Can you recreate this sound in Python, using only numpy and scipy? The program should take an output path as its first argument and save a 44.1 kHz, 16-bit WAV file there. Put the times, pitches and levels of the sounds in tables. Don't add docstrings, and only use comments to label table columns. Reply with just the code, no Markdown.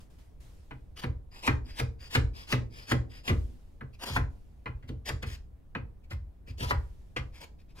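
import sys
import numpy as np
from scipy import signal
from scipy.fft import rfft, irfft
from scipy.io import wavfile
from scipy.ndimage import uniform_filter1d

SR = 44100
rng = np.random.default_rng(int(sys.argv[2]) if len(sys.argv) > 2 else 0)


def store_wav(level_fs):
    pcm = np.round(np.clip(np.atleast_2d(level_fs), -1, 1) * 32767)
    wavfile.write(sys.argv[1], SR, pcm.T.astype(np.int16))


N = 343980

# start_s, length_s, end_level_db, swell_db, stick_shake_db
PULLS = [(0.952, 0.049, -49, 18, -1), (1.009, 0.032, -55, -2, 18.5), (1.411, 0.059, -42, 21, 13.5),
         (1.738, 0.064, -40.5, 30.5, 8), (2.089, 0.063, -39.5, 24.5, 1), (2.459, 0.069, -41, 25.5, -16),
         (2.858, 0.062, -38.5, 30, -8), (3.224, 0.068, -42.5, 29.5, 6), (3.98, 0.061, -44, 27, 11),
         (4.049, 0.048, -45, 1.5, 13), (4.094, 0.075, -44.5, 12.5, -12), (4.868, 0.025, -64.5, 10, -9),
         (5.043, 0.051, -40, 23.5, 2), (5.213, 0.018, -49.5, 21, 5), (5.253, 0.1, -57.5, -2, -20),
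         (6.094, 0.04, -60.5, -1, -1), (6.568, 0.079, -42.5, 18.5, 16), (6.643, 0.069, -42.5, 22, 1),
         (7.394, 0.049, -56, 3.5, 14), (7.744, 0.049, -59, 14, 18.5)]
# start_s, length_s, level_db, singing_pitch_hz
RUBS = [(1.305, 0.14, -58, 4840), (1.635, 0.14, -61, 4910), (1.98, 0.13, -59, 4760),
        (2.325, 0.15, -54.5, 4950), (2.695, 0.21, -57.5, 4990), (3.085, 0.15, -61, 4940),
        (3.925, 0.044, -67.5, 2473), (6.025, 0.047, -77.5, 2470), (6.462, 0.069, -59, 2490),
        (7.32, 0.1, -60, 2330), (7.58, 0.056, -73, 2470), (7.67, 0.075, -76, 2430)]
# frequency_hz, density_db_per_hz
RASP_SPECTRUM = [(250, 31), (1000, 14.5), (3000, 5), (7000, -16.5), (11500, -24.5), (13300, -21.5),
                 (15000, -35.5)]
# frequency_hz, width_hz, level_db
BLADE_RESONANCES = [(1000, 250, -3), (1800, 300, -5), (2550, 450, -3), (3300, 300, -5), (4980, 900, 4),
                    (6800, 600, -3)]
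# frequency_hz, level_db, t60_s
STICK_MODES = [(1020, 12, 0.014), (1324, 6, 0.012), (1660, 4, 0.014), (2500, 4, 0.011)]
# start_s, crack_db, edge_db, low_boom_db, high_boom_db, steel_db
KNOCKS = [(0.708, -49, 2.5, -37.5, -38.5, 1.5), (1.035, -41.5, 6.5, -23, -25, 0),
          (1.475, -30.5, 12, -18, -20, 8.5), (1.796, -32.5, -8, -25, -24, -8),
          (2.15, -23.5, 2.5, -14.5, -19, -14), (2.524, -27.5, 4.5, -25, -19.5, -5.5),
          (2.913, -31.5, -7, -21, -18, 3), (3.277, -39.5, 13.5, -16.5, -23.5, 1.5),
          (3.294, -29.5, -2, -19.5, -22.5, -8), (3.808, -43.5, -17, -39, -37, -10),
          (4.098, -52, -2, -22, -33, -1), (4.161, -24, -9, -19, -25.5, -9),
          (4.658, -41, -0.5, -31.5, -33.5, 2), (4.825, -75, -8, -35.5, -49, 16.5),
          (4.889, -53.5, 5, -28, -33, -19), (5.095, -39.5, -3, -24.5, -29.5, -6),
          (5.228, -45.5, 8, -25.5, -34.5, 6.5), (5.750, -42, 5.5, -30, -32, 7),
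          (6.109, -48.5, 7, -24, -38, 4), (6.473, -54.5, -6, -30, -43, -13),
          (6.604, -48.5, 14.5, -23.5, -31.5, -20), (6.707, -23, -19, -19.5, -29.5, -14),
          (7.162, -42, -5, -28, -31, 14)]
# frequency_hz, density_db_per_hz
THUD_SPECTRUM = [(150, -0.5), (300, -5.5), (720, 11), (1100, 13.5), (1600, 12), (2300, 7.5), (6000, -24.5)]
# frequency_hz, level_db, t60_s
STEEL_MODES = [(1400, -4, .009), (1660, -1, .009), (2080, 1, .014), (2480, 1, .011), (3000, -3, .005),
               (4300, -12, .005)]
# frequency_hz, level_db, t60_s
BENCH_TOP_MODES = [(180, -7.5, 0.098), (249.2, 3.5, 0.073), (318, 0.5, 0.031), (441, -2.5, 0.061)]
# frequency_hz, level_db, t60_s
LOW_BOOM_MODES = [(49.96, -3, 0.43), (66.05, -3, 0.5), (83.3, -1, 0.41), (100.1, 0, 0.26)]
# frequency_hz, level_db, t60_s
HIGH_BOOM_MODES = [(131.6, 3, 0.33)]
# frequency_hz, t60_s
ROOM_DECAY = [(150, 0.67), (1100, 0.26), (2900, 0.21), (7700, 0.28), (15000, 0.11)]
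# frequency_hz, phase_rad
STEREO_PHASE = [(0, 0), (800, 1.9), (9000, 1.3), (10400, 0), (11700, 0), (13300, -3.2), (15000, -6.3)]
# frequency_hz, stray_rad
PHASE_STRAY = [(300, 0), (2000, .8), (8500, .8), (10000, .2)]
# frequency_hz, left_minus_right_db
STEREO_LEAN = [(180, 0), (550, -0.5), (1650, 1), (4970, 4.5), (9500, 1)]
# start_s, level_db, fade_db_per_s
RUSTLES = [(0, -58, 210), (0.098, -65.5, 67), (0.182, -63, 106), (0.4, -61, 39), (3.322, -60.5, 37.5),
           (4.298, -72, 21), (6.78, -67, 23)]
# frequency_hz, density_db_per_hz
RUSTLE_SPECTRUM = [(500, 4), (1200, -4), (5000, -8), (11500, -13), (15000, -20.5)]
# frequency_hz, density_db_per_hz
RUMBLE_SPECTRUM = [(20, -19.5), (45, 0.5), (64, -13), (120, -15), (245, -22.5), (800, -36.5), (1200, -43.5),
                   (6000, -59.5)]
# frequency_hz, coherence (no unit)
LIKENESS = [(60, 0.94), (250, 0.16), (3000, 0.094), (15000, 0.38)]

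BITE_S, LET_GO_S = 0.015, 0.006
DEPTH_DB = 7.5
RUB_PEAK, RUB_ROUND = 0.48, 1.5
SING_WIDTH_HZ, SING_DB = 500, -6
CRACK_RISE_S, STEEL_RISE_S, THUD_RISE_S = 0.001, 0.003, 0.007
WOBBLE_DB = 2.2
RUSTLE_RISE_S, RUSTLE_PATCHY_DB = 0.006, 1.2
RUMBLE_DB = -50.5
EDGE_HZ = 15800


def strokes():
    pull, shake = pulling()
    tear = shifting(slips(grain_db=2.5, chatter_db=1.5), patchy_db=2.2)
    torn = gain_of(8.0) * pull * rasp(tear, singing=0.82, tilt_db=8.0)
    stick = gain_of(15.5) * ring(tear * shake, STICK_MODES)

    rub, pitch = sliding()
    slide = shifting(slips(grain_db=2.4, chatter_db=1.5), patchy_db=1.8)
    song = gain_of(SING_DB) * evened(resonate(slide, pitch, SING_WIDTH_HZ))
    rubbed = gain_of(5.5) * rub * (rasp(slide, singing=1.0, tilt_db=7.5) + song)
    return torn + stick + rubbed


def pulling():
    t, level, shake = np.arange(N) / SR, np.zeros(N), np.zeros(N)
    for start, length, end_db, swell_db, shake_db in PULLS:
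        u = np.clip(t - start, 0, length)
        bite = np.minimum(u / BITE_S, 1) ** 2
        depth = gain_of(end_db - swell_db * (1 - u / length))
        free = np.exp(-np.clip(t - start - length, 0, 1) / LET_GO_S)
        cut = bite * depth * free
        level += cut
        shake += cut * gain_of(shake_db - DEPTH_DB * (4.5 - u / length))
    return level, shake


def sliding():
    t, level, pitch = np.arange(N) / SR, np.zeros(N), np.full(N, RUBS[0][3], float)
    for start, length, level_db, pitch_hz in RUBS:
        u = np.clip((t - start) / length, 0, 1) ** (np.log(0.5) / np.log(RUB_PEAK))
        level += gain_of(level_db) * abs(np.sin(np.pi * u)) ** RUB_ROUND
        pitch[t >= start] = pitch_hz
    return level, pitch


def slips(grain_db, chatter_db):
    chatter = chatter_db * evened(smoothed(rng.standard_normal(N), 250, 250))
    grain = grain_db * np.minimum(rng.exponential(1, N), 3)
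    return evened(rng.standard_normal(N) * gain_of(grain + chatter))


def shifting(x, patchy_db):
    z = signal.stft(x, nperseg=256, noverlap=192)[2]
    patches = rng.standard_normal(z.shape[::-1]).T
    patches = uniform_filter1d(uniform_filter1d(patches, 3, axis=0), 24, axis=1)
    z = z * gain_of(patchy_db * evened(patches))
    return evened(signal.istft(z, nperseg=256, noverlap=192)[1][:N])


def rasp(x, singing, tilt_db):
    def gain(f):
        blade = sum(gain_of(db) / np.abs(1 + 2j * (f - hz) / width) ** 2 for hz, width, db in BLADE_RESONANCES)
        slope = gain_of(tilt_db * np.log2((f + 100) / 4000))
        return gain_of(read(RASP_SPECTRUM, f)) * slope * (1 + singing * blade)
    return evened(colour(x, gain))


def resonate(x, hz, width_hz):
    turn = np.exp(2j * np.pi * np.cumsum(hz) / SR)
    r = np.exp(-np.pi * width_hz / SR)
    return (turn * signal.lfilter([1], np.convolve([1, -r], [1, -r]), x / turn)).real


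def knocks():
    _, crack_db, edge_db, _, high_db, steel_db = np.transpose(KNOCKS)
    splinters = slips(grain_db=1.4, chatter_db=1.0)
    wood = evened(colour(splinters, lambda f: gain_of(read(THUD_SPECTRUM, f))))
    thud = wood * burst(crack_db, THUD_RISE_S, 0.0068)

    treble = colour(splinters, lambda f: gain_of(read(RASP_SPECTRUM, f)) * f ** 4 / (f ** 4 + 2600 ** 4))
    edge = evened(treble) * burst(crack_db + edge_db - 6.0, CRACK_RISE_S, 0.011)

    steel = ring(splinters * burst(crack_db + steel_db, STEEL_RISE_S, 0.012), STEEL_MODES)
    bench_top = ring(rng.standard_normal(N) * burst(high_db - 9.0, 0.0076, 0.029), BENCH_TOP_MODES)
    return thud + steel + bench_top + edge


def burst(db, rise_s, fall_s):
    u = np.arange(SR // 4) / SR
    shape = (1 - np.exp(-u / rise_s)) * np.exp(-u / fall_s)
    train = np.zeros(N)
    np.add.at(train, np.round(np.transpose(KNOCKS)[0] * SR).astype(int), gain_of(db))
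    return signal.oaconvolve(train, shape / shape.max())[:N]


def booms():
    u, out = np.arange(SR // 2) / SR, np.zeros(N + SR)
    chance = rng.random((len(KNOCKS), 2, len(LOW_BOOM_MODES) + len(HIGH_BOOM_MODES)))
    for (start, _, _, low_db, high_db, _), (phases, detunes) in zip(KNOCKS, chance):
        modes = [(hz, db + low_db, t60) for hz, db, t60 in LOW_BOOM_MODES]
        modes += [(hz, db + high_db, t60) for hz, db, t60 in HIGH_BOOM_MODES]
        for (hz, db, t60), phase, detune in zip(modes, phases, detunes):
            rise = 1 - np.exp(-(u * hz / 3.74) ** 2)
            swell = rise * gain_of(db - 60 * u / t60)
            turns = hz * (1 + 0.06 * (detune - 0.5)) * (u - 0.415 * u ** 2)
            out[round(start * SR):][:len(u)] += swell * np.sin(2 * np.pi * (turns + phase))
    wobble = evened(smoothed(rng.standard_normal(N), 700, 700))
    return gain_of(WOBBLE_DB * wobble) * out[:N]


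def ring(x, modes, longest_s=1 / 25):
    t = np.arange(SR // 4) / SR
    body = np.zeros(len(t))
    for hz, db, t60 in modes:
        body += gain_of(db - 60 * t / np.clip(t60, 1 / 200, longest_s)) * np.sin(2 * np.pi * hz * t)
    return signal.oaconvolve(x, body / np.linalg.norm(body))[:N]


def spread(x):
    hz, _, z = signal.stft(x, SR, nperseg=512, noverlap=384)
    stray = rng.standard_normal(z.shape[::-1]).T
    stray = evened(smoothed(smoothed(stray, 6, 6, axis=0), 40, 40, axis=1))
    phase = np.interp(hz, *np.transpose(STEREO_PHASE))[:, None] + read(PHASE_STRAY, hz)[:, None] * stray
    half = gain_of(read(STEREO_LEAN, hz) / 2)[:, None] * np.exp(0.5j * phase)
    return signal.istft(np.array([z * half, z / half]), nperseg=512, noverlap=384)[1][:, :N]


def room(x):
    at = np.arange(300, SR // 2 - 20, 20)
    at = at + rng.integers(0, 20, (3, 2, len(at)))
    taps = np.zeros((3, 2, SR // 2))
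    np.put_along_axis(taps, at, rng.choice([-1., 1.], at.shape), 2)
    hz, t, z = signal.stft(taps, SR, nperseg=256)
    tails = signal.istft(z * gain_of(-60 * t / read(ROOM_DECAY, hz)[:, None]), SR, nperseg=256)[1]
    tails /= np.linalg.norm(tails[0, 0])

    x = colour(x, lambda f: f ** 2 / (f ** 2 + 223.0 ** 2))
    turn = np.pi * np.arange(N) / SR
    out = np.zeros((2, N))
    for k, tail in enumerate(tails):
        share = np.sqrt(2 / 3) * np.cos(turn + k * np.pi / 3)
        out += signal.oaconvolve((share * x)[None], tail, axes=1)[:, :N]
    return out


def rustling():
    start, level_db, fade_db = np.transpose(RUSTLES)[:, :, None]
    u = np.arange(N) / SR - start
    gains = np.clip(u / RUSTLE_RISE_S, 0, 1) * gain_of(level_db - fade_db * abs(u))
    return np.sqrt(np.sum(gains ** 2, axis=0))


def wide_noise(spectrum, patchy_db):
    hz = np.fft.rfftfreq(1024, 1 / SR)
    a, b, c, d, patches = rng.standard_normal((N // 256 + 5, 513, 5)).T
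    patches = evened(uniform_filter1d(uniform_filter1d(patches, 14, 0), 10, 1))
    same = np.clip(read(LIKENESS, hz), -1, 1)[:, None]
    left = a + 1j * b
    right = same * left + np.sqrt(1 - same ** 2) * (c + 1j * d)
    z = np.array([left, right]) * gain_of(read(spectrum, hz)[:, None] + patchy_db * patches)
    return evened(signal.istft(z, nperseg=1024, noverlap=768)[1][:, :N])


def gain_of(db):
    return 10 ** (np.asarray(db) / 20)


def evened(x):
    return x / np.sqrt(np.mean(x ** 2) + 1e-20)


def smoothed(x, first, second, axis=-1):
    return uniform_filter1d(uniform_filter1d(x, first, axis=axis), second, axis=axis)


def read(points, hz):
    f, value = np.transpose(points)
    return np.interp(np.log(hz + 1), np.log(f + 1), value)


def colour(x, gain):
    return irfft(rfft(x) * gain(np.fft.rfftfreq(N, 1 / SR)), N)


def scene():
    work = strokes() + knocks() + booms()
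    rustle = rustling() * wide_noise(RUSTLE_SPECTRUM, RUSTLE_PATCHY_DB)
    rumble = gain_of(RUMBLE_DB) * wide_noise(RUMBLE_SPECTRUM, patchy_db=1.1)
    return spread(work) + gain_of(-10.0) * room(work) + rustle + rumble


def record(dry):
    lowpass = signal.firwin(511, EDGE_HZ, window=("kaiser", 9), fs=SR)
    return signal.oaconvolve(dry, lowpass[None], "same")


dry = scene()
out = record(dry)
store_wav(out)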